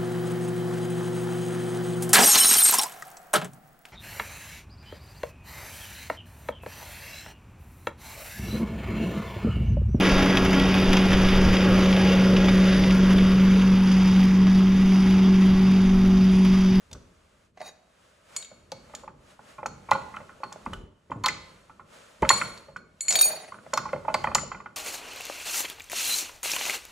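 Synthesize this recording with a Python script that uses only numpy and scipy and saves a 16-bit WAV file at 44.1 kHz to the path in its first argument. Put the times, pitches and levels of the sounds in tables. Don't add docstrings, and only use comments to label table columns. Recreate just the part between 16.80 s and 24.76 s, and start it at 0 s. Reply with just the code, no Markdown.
import sys
import numpy as np
from scipy import signal
from scipy.fft import rfft, irfft, next_fast_len
from scipy.io import wavfile
from scipy.ndimage import uniform_filter1d

SR = 44100
rng = np.random.default_rng(int(sys.argv[2]) if len(sys.argv) > 2 else 0)


def dump_mix(stems):
    frames = np.atleast_2d(stems).T
    limited = np.clip(frames, -1, 1)
    pcm = np.round(limited * 32767).astype(np.int16)
    wavfile.write(sys.argv[1], SR, pcm)


N = 351036

# start_s, peak_db, centre_hz (of the blow), ring_factor (limited in use)
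KNOCKS = [(0.112, -46.5, 660, .86), (0.148, -42.5, 1090, 1.24), (.817, -41, 840, 9.9),
          (1.714, -40.5, 630, 0.7), (1.92, -27.5, 585, 0.87), (2.096, -45.5, 636, 1.1),
          (2.137, -32.5, 653, 0.75), (2.234, -36, 593, 1.5), (2.277, -30.5, 922, 1),
          (2.592, -38.5, 840, .58), (2.782, -31, 815, 2.5), (2.83, -25, 662, 0.74), (2.858, -17, 910, 0.55),
          (3.087, -28.5, 880, 2.3), (3.114, -6.5, 866, 1.95), (3.15, -19, 814, 2.1), (3.34, -31, 1170, 1.6),
          (3.367, -26, 1380, 0.45), (3.402, -36, 690, 1.2), (3.491, -36, 1350, 1.6),
          (3.602, -39.5, 600, 1.2), (3.633, -20.5, 1007, .8), (3.721, -32.5, 987, 0.87),
          (3.759, -33.5, 531, 0.52), (3.862, -21.5, 954, .57), (3.931, -25.5, 1054, 1.3),
          (4.298, -38.5, 400, 3.0), (4.316, -21.5, 895, 1.2), (4.44, -18, 1090, 3.5),
          (4.463, -14.5, 1014, 1.1), (4.485, -14.5, 1920, 1), (4.896, -40, 1000, 1.3),
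          (4.995, -36, 1010, 1.9), (5.422, -21.5, 388, 2.5), (5.428, -11.5, 830, 1.1),
          (5.449, -18.5, 1400, 0.53), (5.503, -3, 1026, 1.23), (5.614, -13, 1300, 0.52),
          (5.883, -40, 590, 1.7), (5.961, -26.5, 1400, 0.44), (6.281, -26.5, 2275, 1.0),
          (6.309, -25, 2320, 0.67), (6.456, -28.5, 612, 0.3), (6.532, -32.5, 597, 1.1),
          (6.72, -29.5, 1042, 0.87), (6.743, -32, 1010, .41), (6.786, -41.5, 1490, 0.44),
          (6.863, -36.5, 590, .64), (6.933, -16.5, 777, 1), (6.974, -12, 1095, 0.79),
          (7.036, -40, 890, .96), (7.053, -26, 810, 2.4), (7.089, -29.5, 1500, .8), (7.131, -18, 616, .82),
          (7.16, -24.5, 536, 0.91), (7.249, -31, 700, .9), (7.281, -15.5, 780, 1.7),
          (7.299, -24.5, 603, 0.73), (7.343, -11, 774, 0.98), (7.442, -13, 928, 0.74),
          (7.471, -16, 746, 1.1), (7.515, -24, 800, .6), (7.553, -10.5, 940, 0.67),
          (7.581, -19.5, 1357, 0.59), (7.633, -32.5, 582, 0.5), (7.716, -23.5, 1196, 0.81),
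          (7.746, -30, 1170, 1), (7.801, -32, 1157, 1.15), (7.859, -28.5, 1200, 0.85)]
# mode_hz, level_db, t60_s
CASTING = [(542, -7.5, 0.086), (608, -10.5, 0.085), (836.8, -5.5, 0.06), (899, 2, 0.023), (1056, 4, 0.028),
           (1175.4, -2, 0.042), (1306.5, -4, 0.071), (1442, -1, 0.067), (1631, -17, 0.026),
           (1858, 5, 0.014), (2044, 0, 0.041), (2380, 4.5, 0.021), (2583, -8, 0.065), (3070, -13, 0.092)]
# start_s, deep_db (deep rumble)
RUMBLE = [(0.04, -71), (.15, -51.5), (.42, -67), (1.2, -75), (1.86, -66), (2.42, -62), (2.64, -76),
          (2.88, -57.5), (3.17, -58.5), (3.79, -71.5), (3.9, -49), (4.01, -42.5), (4.21, -74.5),
          (4.39, -53.5), (4.86, -67), (5.38, -74), (5.43, -37.5), (5.52, -55), (6.21, -72.5), (6.63, -78),
          (7.14, -59), (7.65, -45.5), (7.96, -82)]


def gain_of(db):
    return 10 ** (np.asarray(db) / 20)


def evened(x):
    return x / np.sqrt(np.mean(x ** 2) + 1e-20)


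def read_curve(points, hz):
    points_hz, value = np.transpose(points)
    return np.interp(np.log(hz + 1), np.log(points_hz + 1), value)


def add(mix, start_s, sound, peak_db):
    part = mix[round(start_s * SR):][:len(sound)]
    part += gain_of(peak_db) * (sound / abs(sound).max())[:len(part)]


def ring(hz, db, t60, rise_s, split_hz):
    t = np.arange(int(min(max(t60), 1) * SR * .75))[:, None] / SR
    apart_hz = split_hz * rng.uniform(0.28, 1.3, len(hz))
    phase = 2 * np.pi * rng.random((2, len(hz)))
    pair = np.sin(2 * np.pi * hz * t + phase[0])
    pair = pair + 0.84 * np.sin(2 * np.pi * (hz + apart_hz) * t + phase[1])
    dying = (pair * gain_of(db - 60 * t / t60)).sum(1)
    return dying * (1 - np.exp(-t[:, 0] / rise_s)) ** 2


def resonate(x, hz, width_hz):
    return signal.lfilter(*signal.iirpeak(hz, hz / width_hz, SR), x)


def noise(field_db, size):
    hz = np.fft.rfftfreq(size, 1 / SR)[:, None]
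    t = np.arange(4 * N // size + 5) * size / 4 / SR
    real, imaginary = rng.standard_normal((len(t), len(hz), 2)).T
    spectra = (real + 1j * imaginary) * gain_of(field_db(hz, t))
    return signal.istft(spectra, nperseg=size, noverlap=size * 3 // 4)[1][:N]


def shaking(t, level_db):
    fall_db_per_s, share = 107.5, 0.65
    start_s, peak_db = np.transpose(KNOCKS)[:2, :, None]
    since_s = np.maximum(t - start_s, 0)
    power = gain_of(2 * (share * peak_db - fall_db_per_s * since_s))
    power = power * np.minimum(since_s / 0.0067, 1)
    return gain_of(level_db) * np.sqrt(power.sum(0))


def upper_rumble():
    start_s, deep_db = np.transpose(RUMBLE)
    t = np.arange(0, N / SR, .005)
    hands = gain_of(0.76 * (np.interp(t, start_s, deep_db) + 56.5) - 59)
    return np.interp(np.arange(N) / SR, t, hands + shaking(t, level_db=-36.5))


def rumble():
    # band_hz, density_db (per Hz)
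    stand_curve = [(12, -50), (20, -25.5), (53, 6), (108, 3.5), (141, -2.5), (203, 0.5), (308, -11.5),
                   (343, -6.5), (500, -10), (650, -21), (1100, -120)]
    start_s, deep_db = np.transpose(RUMBLE)
    deep = evened(noise(lambda hz, t: read_curve(stand_curve, hz) - 60 * (hz > 90), size=2048))
    upper = evened(noise(lambda hz, t: read_curve(stand_curve, hz) - 60 * (hz <= 90), size=1024))
    apart = evened(noise(lambda hz, t: read_curve(stand_curve, hz) + 6.5 * np.log2(hz / 100 + .01), size=1024))
    upper = upper_rumble() * (upper + np.outer([1, -1], gain_of(-10.5) * apart))
    return gain_of(np.interp(np.arange(N) / SR, start_s, deep_db)) * deep + upper


def hiss():
    # start_s, level_db
    swell_points = [(0, -64.5), (.66, -67.5), (.73, -81.5), (.79, -66), (1.02, -70.5), (1.25, -62.5),
                    (1.43, -65.5), (1.561, -51), (1.7, -64), (1.88, -67), (2.2, -56.5), (2.33, -74.5),
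                    (2.512, -56.5), (2.58, -66), (2.7, -54), (2.85, -67), (3.2, -56), (3.6, -62),
                    (3.95, -57.5), (4.1, -77), (4.28, -72), (4.7, -59), (5.048, -69.5), (5.14, -53),
                    (5.39, -60), (5.58, -40), (6.03, -75.5), (6.168, -69.5), (6.36, -45.5), (6.801, -63),
                    (6.92, -57.5), (7.251, -60.5), (7.4, -52.5), (7.85, -70.5)]
    # band_hz, density_db (per Hz)
    mid_curve = [(88, -35), (150, -11), (250, -4), (304, -13.5), (549, -0.5), (630, 3), (682, -9),
                 (1280, -3), (2870, -7), (5070, -13.5), (7220, -11), (11400, -21.5), (16500, -71)]
    # band_hz, density_db (per Hz)
    side_curve = [(88, -44), (150, -14), (281, -15), (434, 0), (3040, -7), (5380, -12), (7220, -46.5),
                  (8130, -20.5), (11600, -9), (15600, -13.5), (16500, -40)]
    start_s, level_db = np.transpose(swell_points)

    def swell(hz, t):
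        share = np.clip(np.log2(hz / 1200 + 1e-9) / 0.68, 0, 1)
        high_db = np.interp(t, start_s, level_db)
        low = gain_of(0.95 * (high_db + 66) - 62.5) + shaking(t, level_db=-38.5)
        return (1 - share) * 20 * np.log10(low) + share * high_db

    mid = noise(lambda hz, t: read_curve(mid_curve, hz) + swell(hz, t), size=512)
    side = noise(lambda hz, t: read_curve(side_curve, hz) + swell(hz, t), size=512)
    return gain_of(-11.5) * (mid + np.outer([1, -1], gain_of(-4.5) * side))


def rattle():
    out = np.zeros(N)
    force = gain_of(15.5) * upper_rumble()
    for hz, db, t60 in CASTING[::2]:
        taps, at = np.zeros(N), rng.integers(0, N, size=100)
        taps[at] = gain_of(4.0 * np.minimum(rng.exponential(1, len(at)), 3))
        narrow = resonate(taps * force, hz, 5.5 / t60)
        out += gain_of(db) * resonate(narrow, hz, .4 * hz)
    return out


def knocks():
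    near_db_per_oct, upper_db_per_oct = 19, 11.5
    upper_db, soft_dulls = 3, 0.15
    out = np.zeros(N)
    hz, db, t60 = np.transpose(CASTING)
    upper = hz > 1600
    t = np.arange(3000) / SR
    for start_s, peak_db, centre_hz, ring_factor in KNOCKS:
        spot_db = 2.2 * rng.standard_normal(len(hz))
        away_db = np.where(upper, upper_db_per_oct, near_db_per_oct) * abs(np.log2(hz / centre_hz))
        level_db = db + spot_db - away_db + upper * (upper_db + soft_dulls * peak_db)
        detuned_hz = hz * (1 + 0.012 * rng.standard_normal(len(hz)))
        modes = ring(detuned_hz, level_db, t60 * np.clip(ring_factor, .3, 4), rise_s=0.0011, split_hz=25)
        add(out, start_s, modes, peak_db)
        scuff = rng.standard_normal(len(t))
        for _ in range(2):
            scuff = resonate(scuff, centre_hz, 1.1 * centre_hz)
        scuff = scuff * np.exp(-t / .009) * (1 - np.exp(-t / 0.0074))
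        add(out, start_s, scuff, peak_db - 13.5)
    return out


def crack(centre_hz):
    burst = rng.standard_normal(3000) * np.exp(-np.arange(3000) / SR / 0.0041)
    spot = 5.8 * resonate(burst, centre_hz, 70)
    fizz = 1.31 * resonate(burst, 18000, 15000)
    return resonate(burst, centre_hz, 0.55 * centre_hz) + fizz + spot


def clinks():
    # start_s, crack_db (peak), crack_hz (centre), ring_db (before any lift),
    # lower_db (modes below 6400 Hz), ring_factor (limited in use)
    contacts = [(0.1138, -30, 3580, -64, .5, .7), (0.13, -23, 5970, -67, -5, .7),
                (1.5642, -10.5, 7570, -14, -8, 0.087), (1.6255, -25, 3840, -85, 3, .43),
                (1.6474, -29, 3780, -76, 1, .7), (1.9185, -20.5, 4500, -50.5, 13, 0.52),
                (2.15, -20, 7050, -57, 10.5, .7), (2.8613, -17.5, 6946, -36.5, 9, 0.14),
                (3.1114, -13, 4130, -50, 7, .45), (3.1333, -18, 4030, -44, 10, 0.51),
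                (3.364, -32, 3040, -67, 1.5, .93), (3.636, -31, 4500, -50.5, 16.5, 0.17),
                (3.7258, -22, 6930, -56, 1.5, .57), (3.8562, -34.5, 9100, -76.5, 6.5, .7),
                (3.934, -22, 3047, -48, -4.5, 0.41), (4.3077, -38.5, 3160, -56, -10.5, 0.97),
                (4.438, -16, 4300, -33, 14.5, 0.8), (4.4606, -0.5, 4340, -21.5, 1.5, 0.13),
                (4.4837, -9.5, 7140, -49, -12, .56), (5.4216, -21.5, 3170, -44, 4.5, 1.0),
                (5.4914, 1.5, 4310, -3, 2.5, 0.58), (5.776, -30, 4530, -56, -4, 0.77),
                (5.9646, -34.5, 7140, -47, 10, 0.2), (6.2072, -22, 7300, -12, -12, 0.25),
                (6.2826, -14, 7100, -5.5, -8.5, 0.41), (6.307, -5.5, 7080, -16, -2, .35),
                (6.3249, -4, 6900, -40.5, -5.5, .35), (6.355, -5.5, 3830, -36, 1, .55),
                (6.3887, -13, 3630, -35.5, -5, .7), (6.411, -2, 8700, -27.5, -10, 0.51),
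                (6.9367, -10, 7020, -26, 8, 0.11), (6.975, -9.5, 5680, -48, 7, .59),
                (7.1282, -31.5, 3140, -56, 8, 0.63), (7.342, -8.5, 4740, -40.5, 12, 0.5),
                (7.44, -24, 3160, -58, 18.5, 1), (7.5487, 0, 6960, -11.5, -26, 0.26)]
    # mode_hz, level_db, t60_s
    handle_modes = [(2200, -13.5, 0.47), (3130, -24.5, .25), (4273, -3, 0.3), (4420, -12.5, 0.41),
                    (4420, -18, 0.12), (5890, -25.5, 0.45), (6830, -17, 0.72), (7010, 8, 0.16),
                    (8030, -11.5, 0.55), (10200, -10, 0.84), (11200, -15.5, 0.15), (14100, -26.5, .06)]
    top_db, drift = 5, 0.0066
    cracks, rings = np.zeros(N), np.zeros(N)
    hz, db, t60 = np.transpose(handle_modes)
    for start_s, crack_db, centre_hz, ring_db, lower_db, ring_factor in contacts:
        add(cracks, start_s, crack(centre_hz), crack_db)
        spot_db = 2.0 * rng.standard_normal(len(hz)) + lower_db * (hz < 6400) + top_db * (hz > 7600)
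        shifted_hz = hz * (1 + drift * rng.random())
        damped_t60 = t60 * np.clip(ring_factor, .15, 3)
        bar = ring(shifted_hz, db + spot_db, damped_t60, rise_s=0.00082, split_hz=55)
        add(rings, start_s, bar, ring_db + max(lower_db - 3.5, 0))
    return cracks, rings


def thumps():
    # start_s, peak_db, pitch_hz (where the sag settles), t60_s
    jolts = [(0.124, -36, 67.3, 0.2), (0.15, -38.5, 50, 0.2), (3.126, -39, 141, 0.15),
             (3.866, -32.5, 190.6, 0.39), (4.3, -34.5, 273, 0.47), (4.358, -31, 104.4, 0.4),
             (5.42, -30.5, 304, 0.096), (5.424, -14.5, 238, 0.055), (7.148, -31.5, 124, 0.12)]
    out, t = np.zeros(N), np.arange(SR // 2) / SR
    for start_s, peak_db, hz, t60 in jolts:
        turns = hz * (t + 0.0067 * (1 - np.exp(-t / 0.0044)))
        shake = rng.standard_normal(len(t))
        for _ in range(2):
            shake = resonate(shake, 120, 260)
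        swing = np.sin(2 * np.pi * turns) + .5 * evened(shake)
        add(out, start_s, swing * gain_of(-60 * t / t60) * (1 - np.exp(-t / 0.0014)), peak_db)
    return out


def blade():
    # start_s, peak_db, favoured_hz, ring_factor (limited in use)
    drops = [(0.815, -38, 3900, 0.96), (6.356, -2, 3780, 0.29), (6.3886, -2, 3780, 0.42),
             (6.4121, 6, 8400, 0.32), (6.4265, -1.5, 6760, 0.89)]
    blade_hz = [2470, 3826, 4463, 4690, 5093, 5464, 5900, 6755, 8790, 9459, 9910, 12395, 13030]
    # level_db, t60_s (before the ring factor)
    blade_modes = [(-12.5, 0.33), (-7, 0.09), (-10.5, 0.5), (-27.5, 0.3), (-34.5, 0.078), (-25.5, .2),
                   (-16.5, 0.1), (-6.5, 0.25), (6, 0.23), (-11, 0.78), (2.5, 0.34), (9, .3), (-2, .25)]
    # start_s, level_db, ring_db (blade against table top)
    slides = [
        [(.768, -63, -16), (.776, -40, -30), (.795, -56.5, -11), (.82, -41, -15), (.85, -53, 8.5),
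         (.89, -43.5, 1), (.915, -61, 2.5), (.95, -86.5, -8)],
        [(6.3, -47, 9), (6.36, -34, 7.5), (6.43, -40, -12), (6.63, -42.5, -14), (6.7, -55, -16.5)],
    ]
    # mode_hz, width_hz, level_db
    table_modes = [(485, 34, 0.5), (643.4, 25, 15.5), (734, 85, 9), (1086, 160, -9), (1620, 590, -5),
                   (1960, 160, -0.5), (2380, 40, -26), (4050, 310, -6.5), (5900, 420, -21)]
    rub_hz = 4000
    stutter_db, stutter_s = 4.5, 0.019
    out, hz = np.zeros(N), np.array(blade_hz)
    db, t60 = np.transpose(blade_modes)
    for start_s, peak_db, centre_hz, ring_factor in drops:
        level_db = db - 5.5 * abs(np.log2(hz / centre_hz))
        drop = ring(hz, level_db, t60 * np.clip(ring_factor, .2, 2), rise_s=0.00055, split_hz=22)
        add(out, start_s, drop, peak_db)
    for rows in slides:
        s, *columns = np.transpose(rows)
        t = np.arange(s[0], s[-1], 1 / SR)
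        level_db, ring_db = (np.interp(t, s, column) for column in columns)
        size_db = 3.0 * np.minimum(rng.exponential(1, len(t)), 4)
        ticks = gain_of(size_db) * rng.choice([-1, 1], len(t)) * (rng.random(len(t)) < .06)
        stutter = uniform_filter1d(rng.standard_normal(len(t)), round(stutter_s * SR))
        ticks *= gain_of(stutter_db * evened(stutter))
        top = evened(sum(gain_of(d) * resonate(ticks, f, width) for f, width, d in table_modes))
        rub_db = 0.5 * db - 4.3 * abs(np.log2(hz / rub_hz))
        modes = sum(gain_of(d) * resonate(ticks, f, 50) for f, d in zip(hz, rub_db))
        rub = (top + evened(modes + 0.018 * ticks) * gain_of(ring_db)) * gain_of(level_db)
        out[round(s[0] * SR):][:len(t)] += rub * signal.windows.tukey(len(t), .04)
    return out


def shop(x, alike=0.88):
    # band_hz, t60_s
    echo_decay = [(300, 1), (1000, 0.6), (3000, 0.57), (6000, 0.51), (11000, 0.12)]
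    taps = np.zeros((2, SR))
    slots = np.arange(260, SR - 20, 20)
    at = slots + rng.integers(0, 20, (2, len(slots)))
    np.put_along_axis(taps, at, rng.choice([-1., 1.], at.shape), 1)
    hz, t, spectra = signal.stft(taps, SR, nperseg=256)
    decay = gain_of(-60 * t / read_curve(echo_decay, hz)[:, None])
    common, apart = signal.istft(spectra * decay, SR, nperseg=256)[1]
    apart = np.sqrt(1 - np.clip(alike, 0, 1) ** 2) * apart
    tail = np.array([alike * common + apart, alike * common - apart]) / np.linalg.norm(common)
    return signal.fftconvolve(x[None], tail, axes=1)[:, :N]


def ports(x):
    # band_hz, level_db
    response = [(1000, 0.94), (2500, -1), (7000, -3.5), (10000, -15), (13000, -5.5), (16000, -26.5)]
    # band_hz, lean_db (left minus right)
    lean = [(100, -5), (200, 1.5), (400, 3), (700, -3), (1400, -2.5), (2800, 0.6)]
    # band_hz, lead_rad (left leads)
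    lead = [(300, .1), (780, -.7), (1120, .3), (2500, -.7), (4500, -.8), (6500, -.3), (9000, -1),
            (10600, -2.2), (12700, -3.1)]
    size = next_fast_len(N + 4096)
    hz = np.fft.rfftfreq(size, 1 / SR)
    side = np.array([[.5], [-.5]])
    level = gain_of(read_curve(response, hz) + side * read_curve(lean, hz))
    heard = level * np.exp(1j * side * read_curve(lead, hz))
    return irfft(rfft(x, size) * heard, size)[:, :N]


def scene():
    dull = knocks() + rattle()
    cracks, rings = clinks()
    steel = blade()
    to_echo = gain_of(-16.5) * dull + gain_of(-13.5) * cracks + gain_of(-6.5) * rings + gain_of(-14.5) * steel
    metal = ports(dull + cracks + rings + steel + shop(to_echo))
    return metal + thumps() + rumble() + hiss()


def record(dry):
    squashed = dry / (1 + (dry / .95) ** 6) ** (1 / 6)
    low_pass = signal.firwin(511, 16700, window=("kaiser", 9), fs=SR)
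    return signal.oaconvolve(squashed, low_pass[None], "same")


dry = scene()
out = record(dry)
dump_mix(out)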